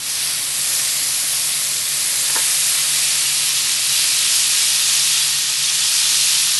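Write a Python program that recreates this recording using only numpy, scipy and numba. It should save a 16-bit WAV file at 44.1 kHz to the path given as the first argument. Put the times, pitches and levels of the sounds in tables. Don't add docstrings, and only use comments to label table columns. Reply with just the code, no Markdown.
import sys
import numpy as np
from scipy import signal
from scipy.fft import rfft, irfft
from scipy.io import wavfile
from scipy.ndimage import uniform_filter1d
from numba import njit

SR = 44100
rng = np.random.default_rng(int(sys.argv[2]) if len(sys.argv) > 2 else 0)


def digitize_waveform(pressure):
    field = np.atleast_2d(pressure).T
    bounded = np.clip(field, -1, 1)
    quanta = np.round(bounded * 32767).astype(np.int16)
    wavfile.write(sys.argv[1], SR, quanta)


N = 290844
TIME = np.arange(N) / SR


def undb(db):
    return 10 ** (np.asarray(db) / 20)


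def unit(x):
    return x / np.sqrt(np.mean(x ** 2))


def curves(table):
    times, *columns = np.transpose(table)
    return [np.interp(TIME, times, column) for column in columns]


def colour(x, points):
    hz, db = np.transpose(points)
    bins = np.maximum(np.fft.rfftfreq(N, 1 / SR), 1)
    return irfft(rfft(x) * undb(np.interp(np.log(bins), np.log(hz), db)), N)


def band(x, low_hz, high_hz, order=4):
    return signal.sosfilt(signal.butter(order, [low_hz, high_hz], "band", fs=SR, output="sos"), x)


def wander(per_s):
    hold = int(SR / per_s)
    steps = np.repeat(rng.standard_normal(N // hold + 1), hold)
    return unit(uniform_filter1d(uniform_filter1d(steps, hold), hold)[:N])


def ring(hz, t60):
    t = np.arange(int(t60 * SR) + 2) / SR
    return np.sin(2 * np.pi * hz * t) * np.exp(-np.log(1000) * t / t60)


def impulses(cues):
    clicks = np.zeros(N)
    for start_s, db in cues:
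        clicks[int(start_s * SR)] += undb(db)
    return clicks


@njit
def resonance(x, hz, q):
    y, mid, low = np.empty(len(x)), 0., 0.
    for i in range(len(x)):
        g = np.tan(np.pi * hz[i] / SR)
        v = (mid + g * (x[i] - low)) / (1 + g * (g + 1 / q))
        mid, low, y[i] = 2 * v - mid, low + 2 * g * v, v / q
    return y


def pooled(smear_share=0.23, smear_dry_s=0.7, settles_s=1.93, fill_s=1.38):
    smear = smear_share * np.maximum(1 - TIME / smear_dry_s, 0)
    pool = 1 - np.exp(-np.maximum(TIME - settles_s, 0) / fill_s)
    return np.clip(smear + pool, 0, 1)


def bubbles(low_hz, high_hz, per_s, cycles, spread_db, flurry_db, sizes=12):
    fizz = np.zeros(N)
    for hz in np.linspace(low_hz, high_hz, sizes):
        chance, strength = rng.random(N), rng.standard_exponential(N)
        born = np.flatnonzero(chance < per_s / sizes / SR)
        kicks = np.zeros(N)
        kicks[born] = undb(spread_db * np.minimum(strength[born], 5)) * (-1) ** born
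        pops = unit(signal.oaconvolve(kicks, ring(hz, cycles / hz))[:N])
        fizz += pops * undb(flurry_db * wander(18))
    spectrum = rfft(fizz)
    power = uniform_filter1d(np.abs(spectrum) ** 2, size=2001)
    return irfft(spectrum / np.sqrt(power + power.max() * 1e-6), N)


def sizzle(usual_boil_db=-19, flare_s=0.13):
    # time in seconds, vigour in dB.
    boil = [(0.0, -32), (0.09, -23.5), (0.26, -20.5), (0.51, -24), (0.75, -18.5), (0.99, -20), (1.51, -20),
            (1.82, -22.5), (2.57, -15.5), (2.83, -17.5), (3.12, -16.5), (3.82, -18.5), (3.95, -15.5),
            (5.16, -15), (5.47, -20.5), (5.99, -15), (6.43, -15.5), (6.6, -17)]
    # centre in seconds, level change in dB.
    flares = [(.27, .9), (.9, 0.5), (2.12, 0.3), (2.6, -1.4), (4.05, 0.2), (5.68, 0.4)]
    # frequency in Hz, gain in dB.
    metal_eq = [(200, -18.5), (430, -20), (610, -14.5), (900, -16), (1250, -11), (1600, -12.5),
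                (1950, -7.5), (3100, -5), (4400, 0), (6600, -0.5), (9000, 2.5), (11400, 3.5), (12000, -5)]
    # frequency in Hz, gain in dB.
    pool_eq = [(200, -33), (430, -31.5), (700, -24), (1000, -19), (1270, -15), (1640, -15), (1880, -10.5),
               (2150, -12.5), (2500, -6), (3100, -5), (4400, -0.5), (6000, 5), (7800, -0.5), (11400, -1),
               (12000, -13.5)]
    melt = pooled()
    surge_db = curves(boil)[0] - usual_boil_db
    flare = undb(sum(db * np.exp(-(2 * (TIME - at_s) / flare_s) ** 2) for at_s, db in flares))

    def layer(grains, metal_db, pool_adds_db, follow):
        blend = (1 - melt) * unit(colour(grains, metal_eq)) + melt * unit(colour(grains, pool_eq))
        return undb(metal_db + pool_adds_db * melt + follow * surge_db) * blend

    large = bubbles(545, 4890, per_s=24000, cycles=6.3, spread_db=1.8, flurry_db=0.87)
    small = bubbles(4000, 8050, per_s=22000, cycles=10.7, spread_db=3.0, flurry_db=1.63)
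    spray = bubbles(7750, 11250, per_s=24000, cycles=12.7, spread_db=1.75, flurry_db=1.5)
    return (layer(flare * band(large, 200, 4500, order=6), metal_db=-26.5, pool_adds_db=3.46, follow=0.53)
            + layer(flare * band(small, 4500, 8000), metal_db=-23.5, pool_adds_db=1.86, follow=0.62)
            + layer(band(spray, 8000, 12500), metal_db=-21, pool_adds_db=-3.5, follow=0.85))


def pings(low_hz, high_hz, t60, db, count=160):
    track = np.zeros(N + SR)
    for when, pitch, size in rng.random((count, 3)):
        ping = size * ring(low_hz * (high_hz / low_hz) ** pitch, t60)
        start = int(when * N)
        track[start:start + len(ping)] += ping
    return track[:N] * undb(db) * (1 + pooled()) / 2


def wok(x, lift_hz=1520, octaves_per_s=0.19, lift_share=0.15, lift_q=2.1, notch_q=3.8):
    # pitch in Hz, width in Hz, share added.
    steel = [(580, 55, .35), (728, 45, .35), (865, 35, .35), (1070, 35, .45), (1610, 50, .35),
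             (1810, 100, .2), (2280, 70, .25)]
    # time in seconds, centre in Hz, depth from 0 to 1.
    swirl = [(0, 8000, 0), (.33, 6900, 0.6), (.6, 6200, 0), (.88, 10800, 0.34), (1.1, 8000, 0.24),
             (1.9, 6400, 0), (2.38, 5500, 0.16), (3, 6100, 0.3)]
    x = x + sum(share * resonance(x, np.full(N, float(hz)), hz / width) for hz, width, share in steel)
    lift = lift_share * resonance(x, lift_hz * 2 ** (octaves_per_s * TIME), lift_q)
    notch_hz, depth = curves(swirl)
    notch = depth * resonance(x, notch_hz, notch_q)
    wall_share, lag_s, drift_s_per_s = 0.064, 0.0027, 0.00009
    reflection = wall_share * np.interp(TIME - lag_s - drift_s_per_s * TIME, TIME, x)
    return x + lift - notch + reflection


def kitchen(x, wet_db, t60):
    t = np.arange(SR // 2) / SR
    tail = rng.standard_normal(len(t)) * np.exp(-np.log(1000) * t / t60) * (t > .005)
    return x + undb(wet_db) * signal.fftconvolve(x, tail / np.linalg.norm(tail))[:N]


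def motor(rumble_db):
    # pitch in Hz, rms level in dB, waver in dB.
    hum_tones = [(48.4, -69, 3), (147.2, -51, 1.3), (139, -62, 5), (246, -67, 3)]
    # frequency in Hz, gain in dB.
    rumble_eq = [(20, -27), (38, -20), (60, -4), (84, 4), (108, 1.5), (138, 7), (165, -3.5), (188, 3),
                 (208, -5), (320, 0), (440, -6.5), (900, -42), (3000, -40)]
    hum = np.zeros(N)
    for hz, db, waver_db in hum_tones:
        level = np.sqrt(2) * undb(db + waver_db * wander(9))
        hum += level * np.sin(2 * np.pi * hz * TIME + 0.26 * wander(6.7))
    return hum + undb(rumble_db) * unit(colour(rng.standard_normal(N), rumble_eq))


def spits(per_s, small_db):
    # start in seconds, strength in dB.
    loud_spits = [(4.041, -2), (6.211, -4)]
    chance, size = rng.random(N), rng.standard_normal(N)
    small = (chance < per_s * pooled() / SR) * undb(small_db + 2.5 * np.clip(size, -2, 2))
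    snaps = signal.oaconvolve(impulses(loud_spits) + small, ring(hz=5000, t60=0.0013))[:N]
    return band(snaps, 2200, 10000, order=2)


def knock(gain_db):
    # start in seconds, strength in dB.
    hits = [(2.298, -23.5), (2.353, -21), (2.360, -14), (2.371, -23), (5.498, -30)]
    # pitch in Hz, relative level in dB, t60 in seconds.
    modes = [(333, -8.5, 0.054), (412, -14, 0.058), (474, -10, 0.091), (530, -11, 0.073), (640, -9.5, 0.06),
             (720, -16, .05), (910, -0.5, 0.076), (1060, -1, 0.059), (1270, -8.5, .04), (1435, -5, 0.065),
             (1620, -4.5, 0.056), (1790, 1.5, 0.043), (2150, -8, 0.037), (2660, -15, .03)]
    push = impulses(hits)
    body = np.zeros(N)
    for k, (hz, db, t60) in enumerate(modes):
        body += (-1) ** k * undb(db) * signal.oaconvolve(push, ring(hz, t60))[:N]
    return kitchen(undb(gain_db) * body, wet_db=-5.5, t60=0.29)


def faint_whistles(length_s, waver_hz):
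    # centre in seconds, pitch in Hz, rms level at the crest in dB.
    whistles = [(3.268, 2845, -27.5), (3.48, 3100, -30), (3.587, 2920, -29), (3.935, 2870, -27)]
    phase_drift = 2 * np.pi * np.cumsum(waver_hz * wander(200)) / SR
    track = np.zeros(N)
    for at_s, hz, db in whistles:
        swell = np.sqrt(2) * undb(db) * np.exp(-(2 * (TIME - at_s) / length_s) ** 2)
        track += swell * np.sin(2 * np.pi * hz * TIME + phase_drift)
    return track


def scene():
    frying = sizzle() + spits(per_s=12, small_db=-6) + pings(2996, 9480, t60=0.056, db=-17)
    pan = kitchen(wok(frying), wet_db=-14, t60=0.12)
    mono = pan + faint_whistles(length_s=0.033, waver_hz=35) + knock(gain_db=-6) + motor(rumble_db=-50.5)
    return np.array([mono, mono])


def record(dry):
    top_hz = 11800
    return signal.sosfilt(signal.ellip(10, .1, 90, top_hz, fs=SR, output="sos"), dry)


dry = scene()
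out = record(dry)
digitize_waveform(out)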